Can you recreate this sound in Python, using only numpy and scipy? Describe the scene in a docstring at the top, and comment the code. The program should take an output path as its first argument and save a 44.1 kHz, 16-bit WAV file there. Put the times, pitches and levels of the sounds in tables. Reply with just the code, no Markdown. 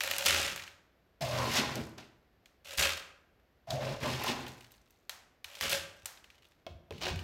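"""Sharp ticks, then a clatter: dry kibble tipped from a plastic cup into a blender jar, close to the
microphone in a small hard-walled room. A child pours three times; the pellets ring the jar and shake it
on the floor. Between pours the cup digs in a big plastic bin: the kibble crunches, the air in the cup
hoots and the bin booms. Stray pellets tick, and at the end the cup knocks on the jar and is pushed into
the heap."""
import sys
import numpy as np
from scipy import signal
from scipy.fft import next_fast_len
from scipy.io import wavfile
from scipy.ndimage import uniform_filter1d

SR = 44100
rng = np.random.default_rng(int(sys.argv[2]) if len(sys.argv) > 2 else 0)


def file_out(sig):
    """Save sig as 16-bit WAV at sys.argv[1]."""
    # one column per channel
    cols = np.atleast_2d(sig).T
    # limit, then scale
    lim = np.clip(cols, -1, 1)
    pcm = np.round(lim * 32767).astype(np.int16)
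    wavfile.write(sys.argv[1], SR, pcm)


N = 318843
TIME = np.arange(N) / SR


def gain_of(db):
    return 10 ** (np.asarray(db) / 20)


def unit_energy(x):
    return x / (np.linalg.norm(x) + 1e-20)


def curve_at(points, hz):
    point_hz, value = np.transpose(points)
    return np.interp(np.log(hz + 1), np.log(point_hz + 1), value)


def add(mix, start_s, sound):
    part = mix[max(round(start_s * SR), 0):][:len(sound)]
    part += sound[:len(part)]


def coloured(x, colour):
    """Causal filter of unit energy with the given spectrum."""
    log_gain = np.log(gain_of(curve_at(colour, abs(np.fft.fftfreq(8192, 1 / SR)))))
    minimum_phase = np.exp(np.conj(signal.hilbert(log_gain)))
    taps = np.fft.ifft(minimum_phase).real[:4096]
    return signal.oaconvolve(x, unit_energy(taps))[:len(x)]


def resonate(x, hz, width_hz):
    """A resonance that follows hz and keeps the power of a white input."""
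    turn = np.exp(2j * np.pi * np.cumsum(hz * np.ones(len(x))) / SR)
    pole = np.exp(-np.pi * width_hz / SR)
    return (turn * signal.lfilter([np.sqrt(2 * (1 - pole * pole))], [1, -pole], x / turn + 1e-18)).real


def brighten(x, treble_db, corner_hz=6000):
    """Harder contacts lift the treble."""
    dull = signal.sosfilt(signal.butter(1, corner_hz, fs=SR, output="sos"), x)
    return dull + gain_of(treble_db) * (x - dull)


def steadied(x, window=1800):
    """Holds the short-term power at 1, so that a level curve alone sets the loudness."""
    envelope = abs(signal.hilbert(x, next_fast_len(N))[:N])
    return x / np.sqrt(uniform_filter1d(envelope ** 2, size=window) / 2 + 1e-12)


def strokes(rows, column, swell_db, sag_db_per_s, release_db_per_s, onset_s=0.001):
    """Each row swells to the dB in the given column, sags while it is held, then is released."""
    power, t = np.zeros(N), np.arange(SR) / SR
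    for row in rows:
        start_s, rise_s, hold_s = row[:3]
        db = (row[column] - swell_db * np.maximum(1 - t / rise_s, 0)
              - sag_db_per_s * np.clip(t - rise_s, 0, hold_s)
              - release_db_per_s * np.maximum(t - rise_s - hold_s, 0))
        add(power, start_s, (gain_of(db) * np.minimum(t / onset_s, 1)) ** 2)
    return np.sqrt(power)


def flows(rows, onset_s=0.0089, release_db_per_s=260):
    """Each thin flow of pellets starts softly, grows or fades steadily, then stops."""
    gain, t = np.zeros(N), np.arange(SR) / SR
    for start_s, length_s, db, growth in rows:
        shape_db = growth * np.minimum(t, length_s) - release_db_per_s * np.maximum(t - length_s, 0)
        add(gain, start_s, gain_of(db + shape_db) * np.minimum(t / onset_s, 1))
    return gain


def latest(rows):
    """For every moment, the row that began last and the seconds since it began."""
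    rows = np.array(rows)
    current = rows[np.maximum(np.searchsorted(rows[:, 0], TIME) - 1, 0)]
    return current, np.maximum(TIME - current[:, 0], 0)


def lurches(per_s, depth_db=2.0):
    """Kibble sticks and gives way, so its push comes in uneven lumps."""
    knots = rng.standard_normal(1024)
    return gain_of(depth_db * np.interp(TIME * per_s, np.arange(len(knots)), knots))


def contact(hz, length_s, crack_db, damping=1.0, crack_s=0.00043):
    """One impact: an instant crack, then a clack around hz that swells and dies in milliseconds."""
    t = np.arange(2048) / SR
    snap, chatter = rng.standard_normal((2, len(t)))
    crack = unit_energy(snap * np.exp(-t / crack_s))
    chatter = chatter * np.exp(-t / length_s) * (1 - np.exp(-3 * t / length_s))
    clack = unit_energy(resonate(chatter, hz, damping * hz))
    return unit_energy(clack + gain_of(crack_db) * crack)


def impacts(per_s, spread_db):
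    """Random impulses of uneven size, evened out to a steady mean power."""
    hits = rng.random(N) < per_s / SR
    sizes = gain_of(spread_db * np.minimum(rng.exponential(1, N), 4))
    train = hits * sizes * rng.choice([-1, 1], N)
    power = signal.oaconvolve(train ** 2, unit_energy(signal.windows.hann(1801)) ** 2, "same")
    return train / np.sqrt(abs(power) + 1e-4)


def pellets(train, length_s, crack_db, low_hz=1500, high_hz=7000, count=48):
    """Every impulse sounds one of many differently sized pellets."""
    pitches = np.geomspace(low_hz, high_hz, count)
    kinds = [contact(hz, length_s, crack_db, damping=0.62) for hz in pitches]
    which, out = rng.integers(0, count, N), np.zeros(N)
    for i in np.flatnonzero(abs(train) > 1e-7):
        add(out, i / SR, train[i] * kinds[which[i]])
    return out


def rumble(colour):
    """A large wall shaken by countless small blows."""
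    return steadied(coloured(rng.standard_normal(N), colour))


# The empty room at the microphone. Each row: frequency in Hz, level in dB.
# Levels in all tables are relative: each function sets its own overall gain.
ROOM_TONE_COLOUR = [(15, -36.5), (25, -11), (63, -3.5), (130, -14), (416, -15.5), (754, -18), (840, -23.5),
                    (1840, -24.5), (3920, -33), (4740, -35), (9840, -50), (12200, -37), (16000, -51)]


def room_tone():
    """A faint, steady, bass-heavy hush under everything."""
    return gain_of(-69.5) * coloured(rng.standard_normal(N), ROOM_TONE_COLOUR)


# The small room's decay. Each row: frequency in Hz, seconds to fall 60 dB.
ROOM_DECAY = [(60, 0.94), (200, 0.72), (500, 0.65), (1300, 0.71), (3500, 0.48), (8000, 0.45), (15000, 0.31)]


def echoes(x, build_s=0.0004):
    """Close bare walls: a dense tail that builds quickly and dies band by band."""
    hz, t, spectrum = signal.stft(rng.standard_normal(SR), SR, nperseg=256)
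    decay = gain_of(-60 * t / curve_at(ROOM_DECAY, hz)[:, None])
    tail = signal.istft(spectrum * decay, SR, nperseg=256)[1]
    build = 1 - np.exp(-np.arange(len(tail)) / SR / build_s)
    return signal.fftconvolve(x, unit_energy(tail * build))[:N]


def room(x, wet_db):
    """Direct sound and echoes meet at the microphone, at the same total power."""
    wet = gain_of(wet_db)
    return (x + wet * echoes(x)) / np.sqrt(1 + wet ** 2)


# The tone of lone pellets on plastic. Each row: frequency in Hz, level in dB.
PELLET_COLOUR = [(150, -37), (600, 3), (1000, 2), (1800, 3), (4000, 2), (7000, 1), (10000, -5.5),
                 (12500, -0.5), (16000, -7.5)]
# Inside the carried cup. Each row: start and length in seconds, level in dB, growth in dB per second.
CUP_SHIFTS = [(1.8, 0.085, -51, -62), (4.38, 0.68, -51.5, -37.5), (5.88, 0.16, -65.5, 27),
              (6.46, 0.041, -67, -20)]


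def settling():
    """Pellets shift in the carried cup with a faint, sparse ticking."""
    train = impacts(per_s=150, spread_db=3) * flows(CUP_SHIFTS)
    ticking = pellets(train, length_s=0.0015, crack_db=-9, low_hz=2600, high_hz=12940)
    return gain_of(-7) * coloured(ticking, PELLET_COLOUR)


# After a pour or a dig. Each row: start and length in seconds, level in dB, growth in dB per second.
LATE_DROPS = [(0.5, 0.15, -43, -50), (2.88, 0.1, -35, -110), (4.5, 0.25, -63.5, -30.5),
              (6.33, 0.22, -67, -12.5)]


def stragglers():
    """A few late pellets drop and bounce one by one."""
    train = impacts(per_s=60, spread_db=2) * flows(LATE_DROPS)
    drops = pellets(train, length_s=0.0028, crack_db=-14.5, low_hz=2240, high_hz=3550)
    return gain_of(-2) * coloured(drops, PELLET_COLOUR)


# Down at the floor, the jar rocks. Each row: start in seconds, level in dB, pitch in Hz.
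JAR_THUMPS = [(2.781, -32, 70), (5.449, -59, 80), (6.032, -55, 85.5), (6.706, -44, 78.3),
              (6.751, -41, 80.8), (6.915, -43, 81), (7.107, -30.5, 76.7), (7.132, -33.5, 158),
              (7.158, -30.5, 88.5)]


def thumps(rise_s=0.002, t60_s=0.22):
    """The base of the jar bounces on the floor: a low, softly starting ring."""
    out, t = np.zeros(N), np.arange(SR // 2) / SR
    for start_s, db, hz in JAR_THUMPS:
        envelope = gain_of(db - 60 * t / t60_s) * (1 - np.exp(-t / rise_s))
        add(out, start_s, envelope * np.sin(2 * np.pi * hz * t))
    return out


# The loudest single pellets, heard close, and one short scrape of the cup's rim at 3.705 s as the second dig
# begins. Each row: start in seconds, level in dB, pitch of the clack # in Hz, sharp crack against the clack in
# dB.
PELLET_HITS = [(0.0064, -18, 2400, -7.5), (0.0364, -19, 2290, 3), (0.0763, -22.5, 2340, 2.5),
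               (0.1124, -16.5, 2830, 3.5), (0.1838, -16.5, 3000, 9), (0.5613, -24.5, 2660, 9),
               (0.6769, -36.5, 2730, -28), (1.7558, -27, 5300, -1), (1.9802, -38.5, 4530, -23),
               (2.458, -45.5, 2580, -5.5), (2.783, -21.5, 2870, -7), (2.972, -32, 2200, -1),
               (3.3978, -64, 2030, -5.5), (3.705, -23.5, 3760, -35), (4.237, -26, 12100, -17),
               (4.4655, -34.5, 3180, -6), (4.4816, -35, 2980, 1), (4.6085, -41, 2500, -3),
               (4.6442, -45, 3180, -6), (4.7182, -42.5, 12500, -11), (4.906, -49.5, 13000, -23),
               (5.095, -24, 3420, 0), (5.444, -28.5, 2870, -4.5), (5.553, -35.5, 2820, -3),
               (5.6109, -20.5, 2100, 6.5), (6.0568, -22, 8640, -16), (6.173, -44.5, 2880, -14),
               (6.2415, -43, 2660, -19), (6.3017, -44, 2720, -27), (6.4225, -54, 2720, -8),
               (6.4517, -49.5, 2880, -10), (6.9224, -41.5, 2040, -10), (6.98, -41.5, 3020, -21),
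               (7.1592, -36.5, 2460, -1), (7.19, -33.5, 2960, -26)]


def ticks():
    """Single pellets hit the cup, the bin or the jar, and the cup's rim scrapes once; the walls return each as
    a diffuse wash."""
    direct, to_walls = np.zeros((2, N))
    impulse = signal.unit_impulse(512)
    for start_s, db, hz, crack_db in PELLET_HITS:
        tick = contact(hz, length_s=0.0028, crack_db=crack_db, damping=0.36, crack_s=0.00023)
        add(direct, start_s, gain_of(db) * tick)
        smooth_tick = unit_energy(resonate(impulse, hz, 1.7 * hz)) + gain_of(crack_db) * impulse
        add(to_walls, start_s, gain_of(db) * unit_energy(smooth_tick))
    return coloured(gain_of(10.5) * direct + gain_of(6) * echoes(to_walls), PELLET_COLOUR)


# The tone of the cup working in the jar, and of the jar on the floor.
# Each row: frequency in Hz, level in dB.
GRIND_COLOUR = [(150, -35), (400, 6.5), (650, 4), (1200, -4.5), (2000, -6), (3000, -1), (4500, -5),
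                (7000, -11.5), (10000, -20), (16000, -20)]
THUD_COLOUR = [(20, -40), (45, -10), (62, -6.5), (82, 3.5), (112, -11.5), (165, -5), (240, -14), (450, -25),
               (1000, -65.5)]
# In the jar, at the end. Each row: start, rise and hold in seconds, then crunch and thud in dB.
CUP_PRESSES = [(6.668, 0.011, 0.023, -61.5, -52.5), (6.91, 0.022, 0.066, -55, -44.5),
               (7.008, 0.016, 0.059, -32.5, -46), (7.1, 0.013, 0.1, -53, -42.5)]


def press():
    """The cup grinds into the heap in the jar, which rumbles on the floor."""
    train = impacts(per_s=1300, spread_db=3.5)
    grind = strokes(CUP_PRESSES, column=3, swell_db=9, sag_db_per_s=2, release_db_per_s=309)
    crunch = coloured(pellets(train * grind, length_s=0.0018, crack_db=-3), GRIND_COLOUR)
    shake = strokes(CUP_PRESSES, column=4, swell_db=17, sag_db_per_s=26, release_db_per_s=90)
    return gain_of(-5.5) * (crunch + rumble(THUD_COLOUR) * shake)


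# The struck jar. Each row: frequency in Hz, level in dB, seconds to fall 60 dB.
JAR_MODES = [(243, -17, 0.25), (354.4, -6.5, 0.22), (575, -4, 0.15), (653, 0, 0.037), (820, -29, 0.077),
             (2130, -8, 0.034), (2190, -9, 0.069), (2596, 2, 0.029), (3240, 1, 0.042), (4667, -19, .1)]
# The cup against the jar. Each row: start in seconds, level in dB, pitch of the blow in Hz.
CUP_KNOCKS = [(6.666, -34, 744), (6.908, -31.5, 356)]


def knocks(focus_db_per_octave=5):
    """Each blow of the cup rings the jar, most strongly in the modes near its own pitch."""
    out, t = np.zeros(N), np.arange(SR // 2) / SR
    for start_s, db, blow_hz in CUP_KNOCKS:
        ring = np.zeros(len(t))
        for hz, mode_db, t60_s in JAR_MODES:
            struck_db = mode_db - focus_db_per_octave * abs(np.log2(hz / blow_hz))
            ring += gain_of(struck_db - 60 * t / t60_s) * np.sin(2 * np.pi * hz * t)
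        blow = contact(blow_hz, length_s=0.0058, crack_db=0.5, crack_s=0.00076)
        add(out, start_s, gain_of(db - 5) * ring)
        add(out, start_s, gain_of(db + 12) * coloured(blow, GRIND_COLOUR))
    return out


# The rim scraping into kibble, in the bin and in the jar. Each row: start, rise and hold in seconds,
# hoot and upper mode in dB, starting pitch in Hz.
BIN_SCRAPES = [(1.21, 0.003, 0.23, -33.5, -29.5, 672), (3.673, 0.052, 0.203, -34.5, -50, 690),
               (4.02, 0.013, 0.028, -36.5, -34, 580)]
JAR_SCRAPES = [(7.02, 0.044, 0.016, -43, -40.5, 342)]


def cup_air(scrapes, covered_hz, width_hz, upper_ratio, cover_s=0.097):
    """The scraping rim makes the cup's air hoot; a broader, higher mode grows until the scrape ends."""
    current, since_s = latest(scrapes)
    scrape, rasp = rng.standard_normal((2, N))
    # The pitch settles as kibble covers the mouth of the cup.
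    hz = covered_hz + (current[:, 5] - covered_hz) * np.exp(-(since_s / cover_s) ** 2)
    hoot = steadied(resonate(resonate(scrape, hz, width_hz), hz, 4 * width_hz), window=900)
    hoot *= strokes(scrapes, column=3, swell_db=9, sag_db_per_s=19.5, release_db_per_s=228.5)
    growing = [(start_s, rise_s + hold_s, 0, db) for start_s, rise_s, hold_s, _, db, _ in scrapes]
    upper = steadied(resonate(resonate(rasp, upper_ratio * hz, 260), upper_ratio * hz, 520))
    upper *= strokes(growing, column=3, swell_db=22.5, sag_db_per_s=0, release_db_per_s=233.5)
    return hoot + gain_of(-4) * upper


# At the bin: the tone of its kibble, its wall and its boom. Each row: frequency in Hz, level in dB.
CRUNCH_COLOUR = [(150, -29), (400, -2.5), (600, 4), (850, 5), (1300, -1.5), (2600, 1), (4500, -1.5),
                 (7000, -6.5), (10000, -13), (12000, -10), (16000, -19)]
WALL_COLOUR = [(80, -34), (180, -8), (235, 2), (290, -3.5), (370, -1), (480, -6), (700, -11), (1500, -62)]
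BOOM_COLOUR = [(20, -41.5), (40, -15.5), (75, -8.5), (100, -6.5), (128, 5.5), (160, -9.5), (200, -12.5),
               (400, -57.5), (1000, -82.5)]
# The cup bumping the bin wall. Each row: start, rise and hold in seconds, level in dB.
WALL_BUMPS = [(1.47, 0.0089, 0.023, -39.5), (1.585, 0.011, 0.016, -35.5), (1.757, 0.0054, 0.012, -39),
              (1.785, 0.0053, 0.012, -41), (4.29, 0.011, 0.019, -36.5)]
# The cup shoved through the bin. Each row: start, rise and hold in seconds, then crunch, wall, boom
# and extra treble in dB.
CUP_SHOVES = [(1.206, 0.002, 0.14, -46.5, -53, -43.5, 14.5), (1.289, 0.085, 0.16, -40, -46, -43, 5),
              (1.498, 0.077, 0.017, -31, -44, -48, 9.5), (1.611, 0.024, 0.081, -41, -51, -50, -8),
              (1.715, 0.045, 0.043, -49.5, -48.5, -46.5, 4), (1.973, 0.0067, 0.0067, -50, -51, -63, -8),
              (3.668, 0.05, 0.048, -49, -52, -42, 6), (3.789, 0.023, 0.12, -43.5, -49, -46, 0),
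              (3.998, 0.035, 0.11, -39, -41.5, -42.5, 3), (4.165, 0.12, 0.011, -35.5, -44, -50.5, 6),
              (4.321, 0.037, 0.11, -49.5, -51.5, -52, 0)]


def digs():
    """Pellets slip past the rim of the cup; the shoved heap works the walls of the bin."""
    train = impacts(per_s=1100, spread_db=4)
    slip = strokes(CUP_SHOVES, column=3, swell_db=12.5, sag_db_per_s=27.5, release_db_per_s=209)
    grains = pellets(train * slip, length_s=0.0057, crack_db=-6, low_hz=835, high_hz=5800)
    start_s, rise_s, *_, treble_db = np.transpose(CUP_SHOVES)
    crunch = brighten(coloured(grains, CRUNCH_COLOUR), np.interp(TIME, start_s + rise_s, treble_db))
    load = strokes(CUP_SHOVES, column=4, swell_db=20.5, sag_db_per_s=2.5, release_db_per_s=196)
    bumps = strokes(WALL_BUMPS, column=3, swell_db=4, sag_db_per_s=101, release_db_per_s=502.5)
    wall = rumble(WALL_COLOUR) * np.hypot(load, bumps)
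    heave = strokes(CUP_SHOVES, column=5, swell_db=19.5, sag_db_per_s=5.5, release_db_per_s=186.5,
                    onset_s=0.02)
    boom = gain_of(1.5) * rumble(BOOM_COLOUR) * heave
    return gain_of(-2.5) * crunch + (wall + boom) * lurches(per_s=35)


# The tone of kibble landing in the jar. Each row: frequency in Hz, level in dB.
CLATTER_COLOUR = [(100, -26.5), (250, -12), (420, -3), (700, -4), (950, -9), (1300, -5), (2000, -5),
                  (3000, -2), (4500, -6.5), (7000, -7), (10000, -11.5), (12000, -8), (16000, -18)]
# The jar wall, stirred by the clatter. Each row: frequency and width in Hz, level in dB.
JAR_RESONANCES = [(1288, 25, -5), (1587, 50, -8.5), (1810, 150, -24.5), (2500, 60, -19.5),
                  (2780, 200, -8.5)]
# Over the lip of the tilted cup. Each row: start and length in seconds, level in dB, growth in dB
# per second.
LIP_TRICKLES = [(0.0, 0.3, -41.5, 10.5), (2.635, 0.095, -56, 126.5), (5.47, 0.23, -59.5, 58)]
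# The bulk of a cupful landing, close to the microphone. Each row: start, rise and hold in seconds,
# then clatter, thud on the floor and hollow of the jar in dB.
CUPFULS = [(0.249, 0.012, 0.22, -26, -46.5, -50), (2.772, 0.029, 0.053, -26, -45, -42),
           (5.607, 0.024, 0.036, -34, -47.5, -55), (5.695, 0.026, 0.014, -29.5, -47.5, -40.5)]


def pours(fresh_db=12.5, dull_db=-6, dull_s=0.025, hollow_hz=564, hollow_lag_s=0.012):
    """Pellets rain on the jar and the heap, ring its wall and its hollow, and shake it on the floor."""
    rush = strokes(CUPFULS, column=3, swell_db=13.5, sag_db_per_s=43, release_db_per_s=239.5,
                   onset_s=0.0039)
    trickle = flows(LIP_TRICKLES)
    bulk = pellets(impacts(per_s=850, spread_db=4) * rush, length_s=0.0027, crack_db=-1.5)
    loose = pellets(impacts(per_s=420, spread_db=4) * trickle, length_s=0.0027, crack_db=-1.5)
    # A rush lands bright and dulls as the heap cushions it.
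    _, since_s = latest(CUPFULS)
    treble_db = dull_db + (fresh_db - dull_db) * np.exp(-since_s / dull_s)
    clatter = coloured(brighten(bulk, treble_db) + brighten(loose, treble_db=0.5), CLATTER_COLOUR)
    ring = sum(gain_of(db) * resonate(bulk + loose, hz, width) for hz, width, db in JAR_RESONANCES)
    # The air in the jar builds up after the pellets land.
    air = resonate(resonate(rng.standard_normal(N), hollow_hz, width_hz=30), hollow_hz, width_hz=60)
    stirred = strokes(CUPFULS, column=5, swell_db=14.5, sag_db_per_s=7, release_db_per_s=398.5)
    stirred += gain_of(-8.5) * trickle
    hollow = steadied(air) * np.interp(TIME - hollow_lag_s, TIME, stirred) * lurches(per_s=25)
    shake = strokes(CUPFULS, column=4, swell_db=10.5, sag_db_per_s=8.5, release_db_per_s=195.5)
    thud = rumble(THUD_COLOUR) * (shake + gain_of(-20) * trickle)
    return gain_of(-1.5) * clatter + gain_of(-19) * ring + hollow + gain_of(-3.5) * thud


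def scene():
    """The jar, the bin and stray pellets, near one microphone in a small room."""
    in_jar = pours() + press() + knocks()
    in_jar += cup_air(JAR_SCRAPES, covered_hz=400, width_hz=18, upper_ratio=1.93)
    in_bin = digs()
    in_bin += gain_of(-2.5) * cup_air(BIN_SCRAPES, covered_hz=561, width_hz=61.4, upper_ratio=1.72)
    hush = room_tone()
    kibble = room(in_jar + in_bin + settling() + stragglers(), wet_db=-7)
    return (kibble + ticks() + thumps() + hush)[None]


def record(dry, bass_hz=36, edge_hz=15950):
    """The microphone's bass roll-off and the band limit of the recorder."""
    thinned = signal.sosfilt(signal.butter(2, bass_hz, "high", fs=SR, output="sos"), dry)
    band_limit = signal.firwin(511, edge_hz, window=("kaiser", 9), fs=SR)
    return signal.oaconvolve(thinned, band_limit[None], "same")


dry = scene()
out = record(dry)
file_out(out)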